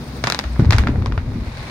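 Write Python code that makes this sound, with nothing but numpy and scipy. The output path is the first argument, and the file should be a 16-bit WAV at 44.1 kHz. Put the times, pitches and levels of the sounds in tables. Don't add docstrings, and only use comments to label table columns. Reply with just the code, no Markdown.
import sys
import numpy as np
from scipy import signal
from scipy.fft import rfft, irfft
from scipy.io import wavfile
from scipy.ndimage import minimum_filter1d

SR = 44100
rng = np.random.default_rng(int(sys.argv[2]) if len(sys.argv) > 2 else 0)


def wrap_up_sound(samples):
    columns = np.atleast_2d(samples).T
    tamed = np.clip(columns, -1, 1)
    steps = np.round(tamed * 32767).astype(np.int16)
    wavfile.write(sys.argv[1], SR, steps)


N = 74970

# start in seconds, level in dB, treble edge in Hz, relative
# scatter level in dB, ring pitch in Hz, relative ring level in dB, ring decay in cycles.
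CRACK_EVENTS = [(.2398, -2, 6500, -19, 1000, -15, 1.5), (.2713, .5, 5000, -20, 1050, -8, 1.6),
                (.3005, 1.5, 11000, -24.5, 5700, -13, 2), (.3226, 2, 12000, -25, 4100, -11, 4),
                (.3469, -3, 8000, -24, 4000, -9, 1.7), (.3908, 1.5, 10000, -27, 4900, -13, 1.7),
                (.4398, -12, 3000, -18, 1000, -9, 1.7), (.5635, -17, 1100, -22, 950, -9, 1.5),
                (.576, -20, 1800, -23, 1000, -9, 1.5), (.5948, 3, 1300, -26, 1300, -13, 1.3),
                (.6475, -10, 2500, -20, 900, -12, 1.5), (.6555, -15, 6000, -23, 2800, -14, 1.5),
                (.7061, -2, 3500, -24, 1700, -14, 1), (.7077, 8.5, 7500, -22.5, 2300, -12, 1.3),
                (.7238, 9, 4800, -24, 1300, -13, 1), (.7311, 3, 4500, -12.5, 1700, -15, 1),
                (.7838, 9, 11000, -21.5, 1900, -12, 1), (.8372, -3.5, 1700, -21, 1500, -6, 1.3),
                (.8719, 9, 1900, -28, 1400, -9, 1.4), (.885, -8, 2400, -20, 1650, -6, 1.7),
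                (.9575, -3, 1100, -26, 750, -10, 1.5), (1.0225, -7.5, 2100, -23, 1100, -11, 1.3),
                (1.0602, 0, 3800, -25, 1080, -3.5, 2.2), (1.1225, -5.5, 2400, -23, 1200, -8, 1.7),
                (1.1777, 3, 1650, -26, 1400, -9, 1.2), (1.319, -18, 1100, -21, 900, -10, 1.5),
                (1.573, -19, 14000, -24, 2000, -15, 1.5)]
# frequency in Hz, gain in dB.
SHOCK_SPECTRUM = [(60, -18), (250, -2), (500, -4.5), (1000, 3), (1500, -3), (2200, -4), (3200, -7.5),
                  (5000, -2.5), (7000, -13), (10000, -21), (16000, -26)]
SCATTER_SPECTRUM = [(60, -6), (200, 3), (500, -1), (1100, 2), (2100, -1.5), (3100, -7), (4600, -12.5),
                    (7000, -17.5), (9000, -26.5), (16000, -30)]
# start in seconds, level in dB, initial pitch in Hz.
THUMP_EVENTS = [(.243, -12, 130), (.593, 5, 130), (.5945, 0, 330), (.602, 1, 230), (.6205, 7, 125),
                (.664, 5, 100), (.690, 9, 108), (.745, 4, 92), (.796, 4.5, 70), (.832, -5, 170),
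                (.891, 2.5, 250), (.897, 1, 125), (.952, 1, 120), (.980, 0, 82), (1.016, -1, 105),
                (1.102, -6, 260), (1.176, 0, 92), (1.284, -12, 85), (1.357, -7, 200), (1.421, -11, 130),
                (1.474, -9, 80)]
# time in seconds, level of the roll in dB, of the tumbling in dB.
RUMBLE_LEVELS = [(0, -76, -73), (.583, -46, -45), (.6, -9.5, -11.5), (.66, -9, -15), (.76, -7.5, -18),
                 (.83, -9, -15), (.9, -9.5, -11), (1.0, -13, -15.5), (1.08, -13, -17), (1.19, -12, -23),
                 (1.23, -19, -27), (1.28, -13, -21), (1.37, -17, -23), (1.48, -19, -29), (1.53, -26, -44),
                 (1.61, -25, -50), (1.7, -40, -50)]
# frequency in Hz, gain in dB.
ROLL_SPECTRUM = [(15, -16), (28, -6), (45, -2), (65, 0.5), (85, -6), (105, 0.5), (135, -11), (180, -22.5),
                 (400, -44), (1000, -87)]
TUMBLE_SPECTRUM = [(60, -32), (120, -4), (160, -3), (250, 1), (320, -10), (450, -14), (700, -22.5),
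                   (1500, -30.5), (4000, -61)]
# time in seconds, level in dB.
TREMOR_LEVELS = [(0, -80), (.435, -50), (.455, -18), (.475, -17), (.492, -26), (.51, -19), (.56, -18),
                 (.6, -24), (.65, -60), (1.7, -80)]
RUBBLE_LEVELS = [(0, -90), (.38, -50), (.45, -38), (.585, -44), (.6, -29), (.66, -36), (.85, -34),
                 (1.05, -38), (1.25, -36), (1.38, -37), (1.54, -31.5), (1.7, -29)]
# frequency in Hz, gain in dB.
RUBBLE_SPECTRUM = [(100, -8), (250, -4), (450, 0), (750, -3), (950, 1), (1400, -6), (2200, -4.5),
                   (3000, -12), (4200, -13), (7000, -24.5), (10000, -31), (16000, -42)]
SPRAY_SPECTRUM = [(1500, -20), (3500, -3), (5300, 0), (7500, -11), (10000, -18), (16000, -30)]
AIR_SPECTRUM = [(20, -16), (60, -3), (140, 0.5), (240, -1), (400, -10), (700, -14), (1300, -18),
                (3000, -27.5), (5000, -28), (7500, -39), (8900, -41), (9300, -37.5), (9900, -44),
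                (13700, -43), (14200, -32), (14900, -41)]
# frequency in Hz, level in dB.
IDLE_PARTIALS = [(65, -34), (134.6, -37), (231.5, -44)]
# start in seconds, level in dB.
CHIRP_EVENTS = [(.035, -50), (.068, -50), (.158, -48), (.218, -50), (.52, -43), (.582, -46)]
# frequency in Hz, left gain in dB, right gain in dB.
PORT_RESPONSE = [(100, 0.98, -0.73), (1200, 0.5, 0), (2400, 1, 4.5), (3100, 1.5, -2.5), (3800, 8, -2),
                 (5200, 6, -3), (7000, 5.5, -9), (8200, 1.5, 0.5), (9200, -4, 12), (10200, 0, 2),
                 (15000, -4, 2)]

TIME = np.arange(N) / SR
EVENT_TIME = TIME[:int(.4 * SR)]
TOP_HZ = 15800


def cracks(close_s=.0025, scatter_s=.02, echo_s=.11, port_lag_s=.00005):
    shock = impulse_response(response(SHOCK_SPECTRUM, size=1024))
    shock /= np.abs(shock).max()
    t = EVENT_TIME
    fade = undb(4) * np.exp(-t / close_s) + np.exp(-t / scatter_s) + undb(-20) * np.exp(-t / echo_s)
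    ground = noise(SCATTER_SPECTRUM) * grain(spread_db=2.3)
    direct, scatter = np.zeros(N), np.zeros((2, N))
    for start, db, edge_hz, scatter_db, ring_hz, ring_db, ring_cycles in CRACK_EVENTS:
        add(direct, start, undb(db) * lowpass(shock, edge_hz))
        add(direct, start, undb(db + ring_db) * damped_sine(ring_hz, ring_cycles))
        offset = rng.integers(N - len(t))
        tail = lowpass(fade * ground[:, offset:offset + len(t)], 2 * edge_hz)
        tail_ring = signal.lfilter(*signal.iirpeak(ring_hz, Q=3, fs=SR), tail)
        add(scatter, start, undb(db + scatter_db) * (tail + undb(ring_db + 3) * tail_ring))
    right = np.interp(TIME - port_lag_s, TIME, direct)
    return np.array([direct, right]) + scatter


def thumps(sag_share=.2, sag_s=.02, rise_cycles=.5):
    out = np.zeros(N)
    sag = 1 - sag_share * (1 - np.exp(-EVENT_TIME / sag_s))
    for start, db, hz in THUMP_EVENTS:
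        cycles = np.cumsum(hz * sag) / SR
        swell = cycles / rise_cycles
        add(out, start, undb(db) * np.sin(2 * np.pi * cycles) * swell * np.exp(1 - swell))
    return out


def rumble():
    roll = noise(ROLL_SPECTRUM) * envelope(RUMBLE_LEVELS, column=1)
    tumble = noise(TUMBLE_SPECTRUM) * envelope(RUMBLE_LEVELS, column=2)
    return roll + tumble


def tremor(hz=61):
    phase = 2 * np.pi * hz * TIME + .4 * walk(20)
    return envelope(TREMOR_LEVELS) * np.sqrt(2) * np.sin(phase)


def snaps(count=26, from_s=.5, to_s=1.25, centre_hz=1300):
    out = np.zeros(N)
    starts = rng.uniform(from_s, to_s, count)
    for start, (size, pitch) in zip(starts, rng.standard_normal((count, 2))):
        snap = damped_sine(centre_hz * 2 ** (pitch / 2), decay_cycles=1.7)
        add(out, start, undb(-25 + 3 * size) * snap)
    return out


def rubble():
    return noise(RUBBLE_SPECTRUM) * grain(spread_db=2) * envelope(RUBBLE_LEVELS)


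def spray(start_s=.595, decay_s=.025):
    out = np.zeros((2, N))
    hiss = noise(SPRAY_SPECTRUM) * grain(spread_db=3.5)
    add(out, start_s, undb(-37) * np.exp(-TIME / decay_s) * hiss)
    return out


def machine(waver=.25):
    hum = np.zeros(N)
    for hz, db in IDLE_PARTIALS:
        amplitude = undb(db) * np.sqrt(2) * (1 + waver * walk(12))
        hum += amplitude * np.sin(2 * np.pi * hz * TIME + waver * walk(9))
    return hum


def air():
    return undb(-31 + .8 * walk(15)) * noise(AIR_SPECTRUM)


def bird(hz=8600, chirp_s=.022, waver=.025):
    gate, swell = np.zeros(N), np.hanning(int(chirp_s * SR))
    pitch = hz * (1 + waver * walk(120))
    for start, db in CHIRP_EVENTS:
        add(gate, start, undb(db) * swell)
    return gate * np.sin(2 * np.pi * np.cumsum(pitch) / SR)


def undb(db):
    return 10 ** (np.asarray(db) / 20)


def envelope(rows, column=1):
    rows = np.array(rows)
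    return undb(np.interp(TIME, rows[:, 0], rows[:, column]))


def response(rows, size, column=1):
    rows = np.array(rows, float)
    hz = np.maximum(np.fft.rfftfreq(size, 1 / SR), 1)
    return undb(np.interp(np.log(hz), np.log(rows[:, 0]), rows[:, column]))


def impulse_response(gain):
    cepstrum = irfft(np.log(gain))
    half = len(cepstrum) // 2
    cepstrum[1:half] *= 2
    cepstrum[half + 1:] = 0
    return irfft(np.exp(rfft(cepstrum)))[:half]


def damped_sine(hz, decay_cycles, size=2048):
    cycles = hz * np.arange(size) / SR
    return np.sin(2 * np.pi * cycles) * np.exp(-cycles / decay_cycles)


def noise(spectrum, apart_hz=1600):
    mid, side = rfft(rng.standard_normal((2, N))) * response(spectrum, N)
    apart = np.minimum(np.fft.rfftfreq(N, 1 / SR) / apart_hz, 1)
    channels = np.array([mid + apart * side, mid - apart * side])
    x = irfft(channels / np.sqrt(1 + apart ** 2), N)
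    return x / x.std()


def walk(rate_hz):
    smoothing = np.exp(-(np.fft.rfftfreq(N, 1 / SR) / rate_hz) ** 2)
    x = irfft(rfft(rng.standard_normal(N)) * smoothing, N)
    return x / x.std()


def grain(spread_db, length_s=.003):
    gain = undb(spread_db * walk(1 / length_s))
    return gain / np.sqrt(np.mean(gain ** 2))


def lowpass(x, hz):
    return signal.lfilter(*signal.butter(2, min(hz, TOP_HZ), fs=SR), x)


def add(out, start, x):
    part = out[..., max(int(start * SR), 0):][..., :x.shape[-1]]
    part += x[..., :part.shape[-1]]


def duck(x, threshold_db=-23, share=.42, sense_s=.02, hold_s=.42, recover_db_per_s=19):
    memory = np.exp(-1 / (sense_s * SR))
    power = signal.lfilter([1 - memory], [1, -memory], np.mean(x ** 2, axis=0))
    cut_db = share * np.maximum(10 * np.log10(power + 1e-12) - threshold_db, 0)
    half = int(hold_s * SR / 2)
    held_db = -minimum_filter1d(-cut_db, 2 * half + 1, origin=half, mode="constant")
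    ramp_db = recover_db_per_s * TIME
    return x * undb(ramp_db - np.maximum.accumulate(held_db + ramp_db))


def scene():
    blast = cracks() + snaps() + thumps() + rumble() + tremor()
    return blast + rubble() + machine() + air() + spray() + bird()


def record(dry):
    ports = np.zeros((2, N))
    for side in range(2):
        colour = impulse_response(response(PORT_RESPONSE, size=1024, column=side + 1))
        ports[side] = signal.oaconvolve(dry[side], colour)[:N]
    low_cut = signal.butter(1, 12, "high", fs=SR)
    ducked = duck(signal.lfilter(*low_cut, ports))
    rounded = ducked / (1 + ducked ** 4) ** .25
    top_cut = signal.ellip(10, .2, 100, TOP_HZ, fs=SR, output="sos")
    return signal.sosfilt(top_cut, rounded)


dry = scene()
out = record(dry)
wrap_up_sound(out)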